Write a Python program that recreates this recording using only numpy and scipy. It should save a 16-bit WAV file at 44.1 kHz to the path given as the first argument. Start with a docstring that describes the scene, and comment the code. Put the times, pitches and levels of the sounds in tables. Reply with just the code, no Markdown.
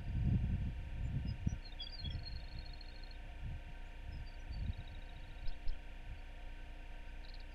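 """A small songbird sings on an open snowy plain: tinkling whistles and pips, two-pitch trills, a last rattle.
It is heard from an outdoor camera, with gusts buffeting right at the microphone.
Close by, a fan whirs in the camera's housing, and the ripple of its power supply makes a hum
and a faint warbling whine that leaps up, with a thump, at two brief surges."""
import sys
import numpy as np
from scipy import signal
from scipy.fft import rfft, irfft
from scipy.io import wavfile
from scipy.ndimage import uniform_filter1d

SR = 44100
rng = np.random.default_rng(int(sys.argv[2]) if len(sys.argv) > 2 else 0)


def store_wav(level_fs):
    """Save 16-bit WAV to argv[1]."""
    pcm = np.round(np.clip(np.atleast_2d(level_fs), -1, 1) * 32767)
    wavfile.write(sys.argv[1], SR, pcm.T.astype(np.int16))


N = 332514
TIME = np.arange(N) / SR
RIPPLE_HZ = 29.966
RIPPLE = np.cos(2 * np.pi * RIPPLE_HZ * (TIME - .020))   # shared by the supply's hum and whine


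def from_db(db):
    """Decibels to gain."""
    return 10 ** (np.asarray(db) / 20)


def rms_one(x):
    """Scale to unit power."""
    return x / np.sqrt(np.mean(x ** 2) + 1e-20)


def butter(x, hz, kind):
    """Causal second-order Butterworth filter."""
    return signal.sosfilt(signal.butter(2, hz, kind, fs=SR, output="sos"), x + 1e-18)


def drift(rate):
    """Random wander of unit power, changing about rate times a second."""
    hz = np.arange(N // 2 + 1) * SR / N
    return rms_one(irfft(rfft(rng.standard_normal(N)) / (1 + (hz / rate) ** 2) ** 2, N))


def noise(spectrum, resonances=()):
    """Noise with a given density per Hz, reshaped around each resonance."""
    hz = np.arange(1, N // 2 + 2) * SR / N
    points, level_db = np.transpose(spectrum)
    gain = from_db(np.interp(np.log(hz), np.log(points), level_db))
    for centre, width, height_db in resonances:
        gain *= from_db(height_db / (1 + ((hz - centre) / width) ** 2) ** 2)
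    return irfft(rfft(rng.standard_normal(N)) * gain, N) * np.sqrt(SR / 2)


def tone(hz):
    """A sine that follows a pitch curve."""
    return np.sin(2 * np.pi * (np.cumsum(hz) / SR + rng.random()))


def scatter(sound, tail_db, t60_s=.09):
    """Nearby surfaces scatter a short, faint tail back to the microphone."""
    t = TIME[:SR // 2]
    tail = rng.standard_normal(len(t)) * from_db(-60 * t / t60_s) * (t > .005)
    return sound + from_db(tail_db) * signal.fftconvolve(sound, tail / np.linalg.norm(tail))[:N]


# Fan air and the microphone's own hiss: (frequency [Hz], density [dB per Hz])
AIR_HISS = [(20, -71), (100, -92), (350, -101), (620, -93.5), (850, -105), (1120, -110), (1330, -110),
            (1700, -102), (2150, -104), (2900, -100.5), (3450, -104), (4000, -111), (5600, -117.5),
            (8000, -121.5), (12300, -125), (12800, -133)]
# Air resonances of the housing: (frequency [Hz], width [Hz], height over the hiss [dB])
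HOUSING_MODES = [(490, 22, 0), (531.4, 9.5, 9.5), (600, 11, -2.5), (703.3, 15.4, 11.5), (743.2, 46.5, 9.5),
                 (850, 23, 6), (1250, 346, 3.5), (1399, 33.5, 12), (1543, 50, 15), (1690, 100, -1),
                 (2460, 500, 3), (2720, 52, 2), (2900, 25, 0), (3930, 140, 1), (4380, 63, -1.5),
                 (4500, 27, 1), (6190, 45, 9.5)]
# Steady tones of the fan, close to the microphone: (frequency [Hz], rms level [dB])
FAN_TONES = [(301.2, -71), (502, -77), (602.4, -85), (903.9, -79), (936.6, -74), (1808, -78), (2712, -77),
             (2812, -78), (3333, -84.5)]
def fan(wander=.000758, waver_db=1.0):
    """Air noise coloured by the housing, and tones that wander with the fan's speed."""
    speed = 1 + wander * drift(2.615)
    tones = sum(from_db(db + waver_db * drift(10.2)) * tone(hz * speed) for hz, db in FAN_TONES)
    return noise(AIR_HISS, HOUSING_MODES) + np.sqrt(2) * tones


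# Supply hum in the camera itself: (multiple of the ripple rate, rms level [dB])
HUM_HARMONICS = [(1, -49.5), (2, -59), (3, -72.5), (4, -75.5), (5, -75.5), (6, -74.5), (8, -74), (14, -82),
                 (15, -92.5)]
def hum(recharge_s=.0352):
    """The supply's ripple hums; a sharp recharge in each cycle adds the upper harmonics."""
    recharge = 2 * np.pi * RIPPLE_HZ * (TIME - recharge_s)
    return sum(np.sqrt(2) * from_db(db) * (np.sin(round(k) * recharge) if round(k) > 1 else RIPPLE)
               for k, db in HUM_HARMONICS)


def whine(rise_hz, load, middle_hz=2085, swing_hz=385, db_per_octave=5, surge_db=2.5, ring_hz=4230):
    """The ripple swings a thin whine up and down; a surge throws it higher and louder."""
    pitch = middle_hz + swing_hz * RIPPLE + 20 * drift(58.8) + rise_hz
    level_db = -66 + db_per_octave * np.log2(pitch / middle_hz) + surge_db * load + .7 * drift(150)
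    octave = from_db(-24) * (1 + RIPPLE) * tone(2 * pitch)   # swells at the crest of each swing
    direct = from_db(level_db) * (tone(pitch) + butter(octave, 5500, "low"))
    # a resonance 200 Hz wide rings as the whine sweeps through it
    ringing = from_db(3) * signal.lfilter(*signal.iirpeak(ring_hz, ring_hz / 200, fs=SR), direct)
    housing_echo = from_db(-12) * np.interp(TIME - .001202, TIME, direct)
    return scatter(direct + ringing + housing_echo, tail_db=-18.5)


def eddies(spectrum, crest=3.6):
    """Turbulent rumble of unit power whose strength stays fairly even from eddy to eddy."""
    rumble = noise(spectrum)
    power = uniform_filter1d(uniform_filter1d(rumble ** 2, size=1000), size=1000)
    even = rms_one(rumble / (abs(power) + 1e-20) ** .45)
    envelope = abs(signal.hilbert(even))
    return rms_one(even / np.sqrt(1 + (envelope / crest) ** 2))


def puff(peak_s, length, level_db, steep_rise=1.63, steep_fall=1.86):
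    """Strength of one puff of wind as it swells and dies away."""
    phase = 2 * (TIME - peak_s) / length
    return from_db(level_db) / (1 + abs(phase) ** np.where(phase < 0, steep_rise, steep_fall))


# Puffs of wind right on the microphone: (peak time [s], length [s], level [dB])
WIND_PUFFS = [(.01, 0.04, -43.5), (0.088, 0.039, -37.5), (0.171, 0.05, -33.5), (0.287, 0.11, -32.5),
              (0.342, 0.049, -28.5), (0.441, 0.032, -34), (0.534, 0.074, -32.5), (0.62, 0.018, -37.5),
              (0.68, 0.066, -37), (0.792, 0.11, -45.5), (0.869, 0.012, -40.5), (1.045, 0.23, -41),
              (1.16, 0.1, -35.5), (1.258, 0.024, -35.5), (1.305, 0.072, -38.5), (1.427, 0.02, -42),
              (1.473, 0.011, -31.5), (1.531, 0.042, -39), (2.062, 0.052, -40), (2.151, 0.1, -41.5),
              (2.348, 0.11, -45.5), (2.577, 0.057, -43), (2.71, 0.049, -49), (3.27, 0.11, -54),
              (3.465, 0.042, -42.5), (3.522, 0.07, -42.5), (3.69, 0.023, -47.5), (4.096, 0.051, -46),
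              (4.148, 0.056, -45.5), (4.215, 0.04, -46), (4.51, 0.014, -41), (4.617, 0.1, -39.5),
              (4.692, 0.036, -38), (4.794, 0.025, -42.5), (4.926, 0.041, -48.5), (4.991, 0.013, -46.5),
              (5.172, 0.031, -50), (5.292, 0.15, -53), (5.447, 0.038, -47), (6.115, 0.055, -44),
              (6.204, .025, -57)]
# Buffeting of a light breath of wind: (frequency [Hz], relative density [dB])
BREEZE_SPECTRUM = [(15, -21.5), (35, -0.5), (65, 4.5), (120, -5.5), (180, -17.5), (260, -30), (400, -37),
                   (800, -95)]
# Buffeting of a full gust: (frequency [Hz], relative density [dB])
GUST_SPECTRUM = [(15, -28), (35, -4), (70, -2.5), (118, 6), (155, -4), (200, -4.5), (260, -14), (400, -27),
                 (800, -43), (1500, -61)]
def wind(calm_db=-65, full_db=-29.5, lumpy_db=1.0, top_hz=2000):
    """Wind buffets the microphone; stronger gusts shed smaller eddies, so the rumble reaches higher."""
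    level = np.sqrt(from_db(calm_db) ** 2 + sum(puff(*row) ** 2 for row in WIND_PUFFS))
    force = np.tanh((level / from_db(full_db)) ** 1.38)
    rumble = np.sqrt(1 - force) * eddies(BREEZE_SPECTRUM) + np.sqrt(force) * eddies(GUST_SPECTRUM)
    return butter(level * rumble * from_db(lumpy_db * drift(27)), top_hz, "low")


def note(centre, length, start_hz, end_hz, db, steep, quaver=.0031, grain_s=.002, swell_db=0):
    """One gliding bird note that swells and fades; a fine-grained quaver in pitch makes it rasp."""
    half = max(round(length * SR / 2), 4)
    phase = np.arange(-3 * half, 3 * half) / half   # the body of the note spans -1 to 1
    envelope = signal.windows.tukey(len(phase)) / (1 + abs(phase) ** steep)
    glide = start_hz + (end_hz - start_hz) * (phase + 1) / 2
    unsteady = np.interp(TIME[:len(phase)], np.arange(200) * grain_s, rng.standard_normal(200))
    sound = from_db(db + swell_db * phase / 2) * envelope * tone(glide * (1 + quaver * unsteady))
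    at = round(centre * SR) + np.arange(-3 * half, 3 * half)
    inside = (at >= 0) & (at < N)
    out = np.zeros(N)
    out[at[inside]] = sound[inside]
    return out


def pip(centre, length, hz, db, sag=.015, mistune=.0044, uneven_db=1.7):
    """A tiny rounded note that sags in pitch, never sung quite the same twice."""
    hz *= 1 + mistune * rng.standard_normal()
    db += uneven_db * rng.standard_normal()
    return note(centre, length, hz * (1 + sag / 2), hz * (1 - sag / 2), db, steep=2.7)


# Runs of pips from the bird on the plain: (first time [s], last time [s], pips [count], slowing
# [share of period], pitch [Hz], pip length [s], start level [dB], middle level [dB], end level [dB])
TRILL_RUNS = [(.003, 0.345, 9, 0.0024, 4770, 0.0071, -68.5, -70, -72),
              (.387, 0.825, 11, 0, 4770, .0079, -84, -80, -80),
              (2.152, 3.071, 23, 0.0011, 4320, 0.0044, -49, -56, -59),
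              (2.369, 3.113, 11, 0.032, 4270, 0.0046, -51, -46, -50),
              (2.406, 3.149, 11, 0.061, 3676, .0068, -59.5, -57, -64),
              (2.417, 3.159, 11, 0.035, 3710, 0.0057, -59, -63, -64),
              (4.635, 5.501, 13, 0.063, 4370, 0.0042, -61, -64, -60),
              (4.666, 5.536, 13, 0.055, 3805, 0.0061, -53, -57.5, -58.5)]
def trills():
    """Pips repeat on one pitch, gradually slowing; overlapping runs interleave into two-pitch trills."""
    out = np.zeros(N)
    for first, last, count, slowing, hz, length, *levels_db in TRILL_RUNS:
        along = np.linspace(0, 1, round(count))
        times = first + (last - first) * (along - slowing / 2 * along * (1 - along))
        for centre, db in zip(times, np.interp(along, [0, .5, 1], levels_db)):
            out += pip(centre, length, hz, db)
    return out


# Held notes of the song: (time [s], length [s], pitch [Hz], fall [share of pitch, negative rises],
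# level [dB], gap to the closing pip [s], that pip's level relative to the note [dB])
SONG_WHISTLES = [(1.038, 0.028, 7170, .005, -72, .009, -3), (1.23, .078, 2825, 0.021, -64.5, .01, -10),
                 (1.276, .024, 5040, 0.011, -56.5, 0.0075, -1),
                 (1.486, 0.029, 5820, -0.0074, -56.5, 0.0088, -1.5),
                 (1.651, 0.028, 4220, .035, -51, .009, -3), (1.802, 0.025, 3345, 0.022, -43.5, 0.0086, -3),
                 (1.819, 0.029, 4784, 0.031, -46.5, 0.013, -6), (1.923, .034, 4750, 0.053, -48, .017, -7),
                 (1.987, 0.023, 4265, 0.03, -45.5, 0.013, -5), (2.044, 0.022, 3345, 0.0019, -44, 0.01, -6),
                 (2.1, .064, 1965, .029, -65, .01, -10), (2.111, .033, 5370, 0.015, -59, .021, -6),
                 (2.256, 0.026, 4253, 0.0099, -47.5, 0.011, -2.5), (3.853, .026, 6850, -.06, -77, .012, -8),
                 (4.124, .033, 5140, .018, -64, 0.016, -1), (4.271, 0.024, 4650, 0.0081, -59, .015, -7),
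                 (4.393, .025, 5880, 0.014, -72, .019, -7), (4.524, 0.027, 4560, 0.015, -58, 0.019, -6),
                 (5.55, .023, 4490, .004, -77, .012, -8), (6.179, .023, 4490, .002, -71, .016, -11),
                 (7.078, .021, 4810, 0.019, -74.5, .012, -10), (7.515, .025, 4760, .05, -70, .012, -8)]
def whistles(pip_s=.0074, lead_s=.006, closing_drop=.0053):
    """Pure, crisp-edged whistles, led in by a faint pip and breaking off into a slightly lower one."""
    out = np.zeros(N)
    for start, length, hz, fall, db, gap, closing_db in SONG_WHISTLES:
        first_hz, last_hz = hz * (1 + fall / 2), hz * (1 - fall / 2)
        out += pip(start - lead_s, pip_s, first_hz, db - 11)
        out += note(start + length / 2, length, first_hz, last_hz, db, steep=11, quaver=.005, swell_db=1.5)
        out += pip(start + length + gap, pip_s, last_hz * (1 - closing_drop), db + closing_db)
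    return out


# Lone short notes of the song: (time [s], pitch [Hz], level [dB])
SONG_PIPS = [(1.628, 4370, -63), (1.726, 3630, -46), (1.871, 3380, -42.5), (1.899, 4520, -52.5),
             (2.059, 4280, -51), (2.109, 3290, -43), (2.328, 4210, -49.5), (4.201, 4830, -69),
             (4.343, 4570, -60.5), (4.595, 4500, -61), (5.632, 4350, -72)]
def single_pips(length_s=.0069):
    """The bird drops single tinkling pips between its whistles."""
    return sum(pip(centre, length_s, hz, db) for centre, hz, db in SONG_PIPS)


def arch(centre, length):
    """A parabola of height 1 around a moment, zero elsewhere."""
    return np.maximum(1 - (2 * (TIME - centre) / length) ** 2, 0)


# Supply surges and their rebounds: (time [s], length [s], whine rise [Hz], level before filtering [dB])
SUPPLY_SURGES = [(5.4825, 0.029, 3180, -25), (5.525, .015, 1300, -44), (5.687, .030, 3050, -24),
                 (5.733, .014, 1003, -41)]
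def surges(lead_s=.0079, thump_hz=70, coupling_hz=2.74):
    """Brief surges in the camera's supply give the whine's rise in pitch, the load and a thump."""
    rise_hz, load, step = np.zeros((3, N))
    for centre, length, peak_hz, db in SUPPLY_SURGES:
        surge = arch(centre, length)
        rise_hz += peak_hz * surge
        load += np.sqrt(surge)
        step += from_db(db) * np.sqrt(arch(centre - lead_s, .87 * length))
    # the step is rounded, and undershoots behind the coupling capacitor
    thump = butter(butter(step, thump_hz, "low"), coupling_hz, "high")
    return rise_hz, load, thump


# Chips of the bird's closing call:
# (time [s], slur level [dB], gap to the burr [s], burr pitch [Hz], burr length [s], burr level [dB])
RATTLE_CHIPS = [(7.2405, -59, .0115, 3910, 0.0063, -51.5), (7.287, -49, .0115, 4170, .005, -46),
                (7.342, -50, .0108, 3970, 0.0038, -47), (7.4033, -50, 0.01, 3840, 0.0028, -52)]
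def rattle(grain_s=.0005, rough_db=5, throat_hz=(3550, 4800)):
    """Four raspy chips, each a quick upward slur and a rough burr, shaped by the throat."""
    out = np.zeros(N)
    for time, slur_db, gap, hz, length, burr_db in RATTLE_CHIPS:
        out += note(time, .0065, 3900, 4920, slur_db, steep=3.2, quaver=.035, grain_s=grain_s)
        out += note(time + gap, length, hz, hz, burr_db, steep=3, quaver=.055, grain_s=grain_s)
    roughness = rms_one(from_db(rough_db * drift(900)))
    return butter(out * roughness, throat_hz, "band")


def scene(flutter_db=1.1):
    """One microphone: the bird out on the plain, over the wind and the camera's own close sounds."""
    song = (trills() + whistles() + single_pips()) * from_db(flutter_db * drift(90))
    bird = scatter(song + rattle(), tail_db=-12)
    rise_hz, load, thump = surges()
    supply = hum() + whine(rise_hz, load) + thump
    return (bird + wind() + fan() + supply)[None]


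def record(dry, cutoff_hz=15700):
    """The top is cut steeply by a filter that is already running."""
    running = np.pad(dry, ((0, 0), (SR // 10, 0)), mode="reflect")
    lowpass = signal.ellip(10, .1, 80, cutoff_hz, fs=SR, output="sos")
    return signal.sosfilt(lowpass, running)[:, -N:]


dry = scene()
out = record(dry)
store_wav(out)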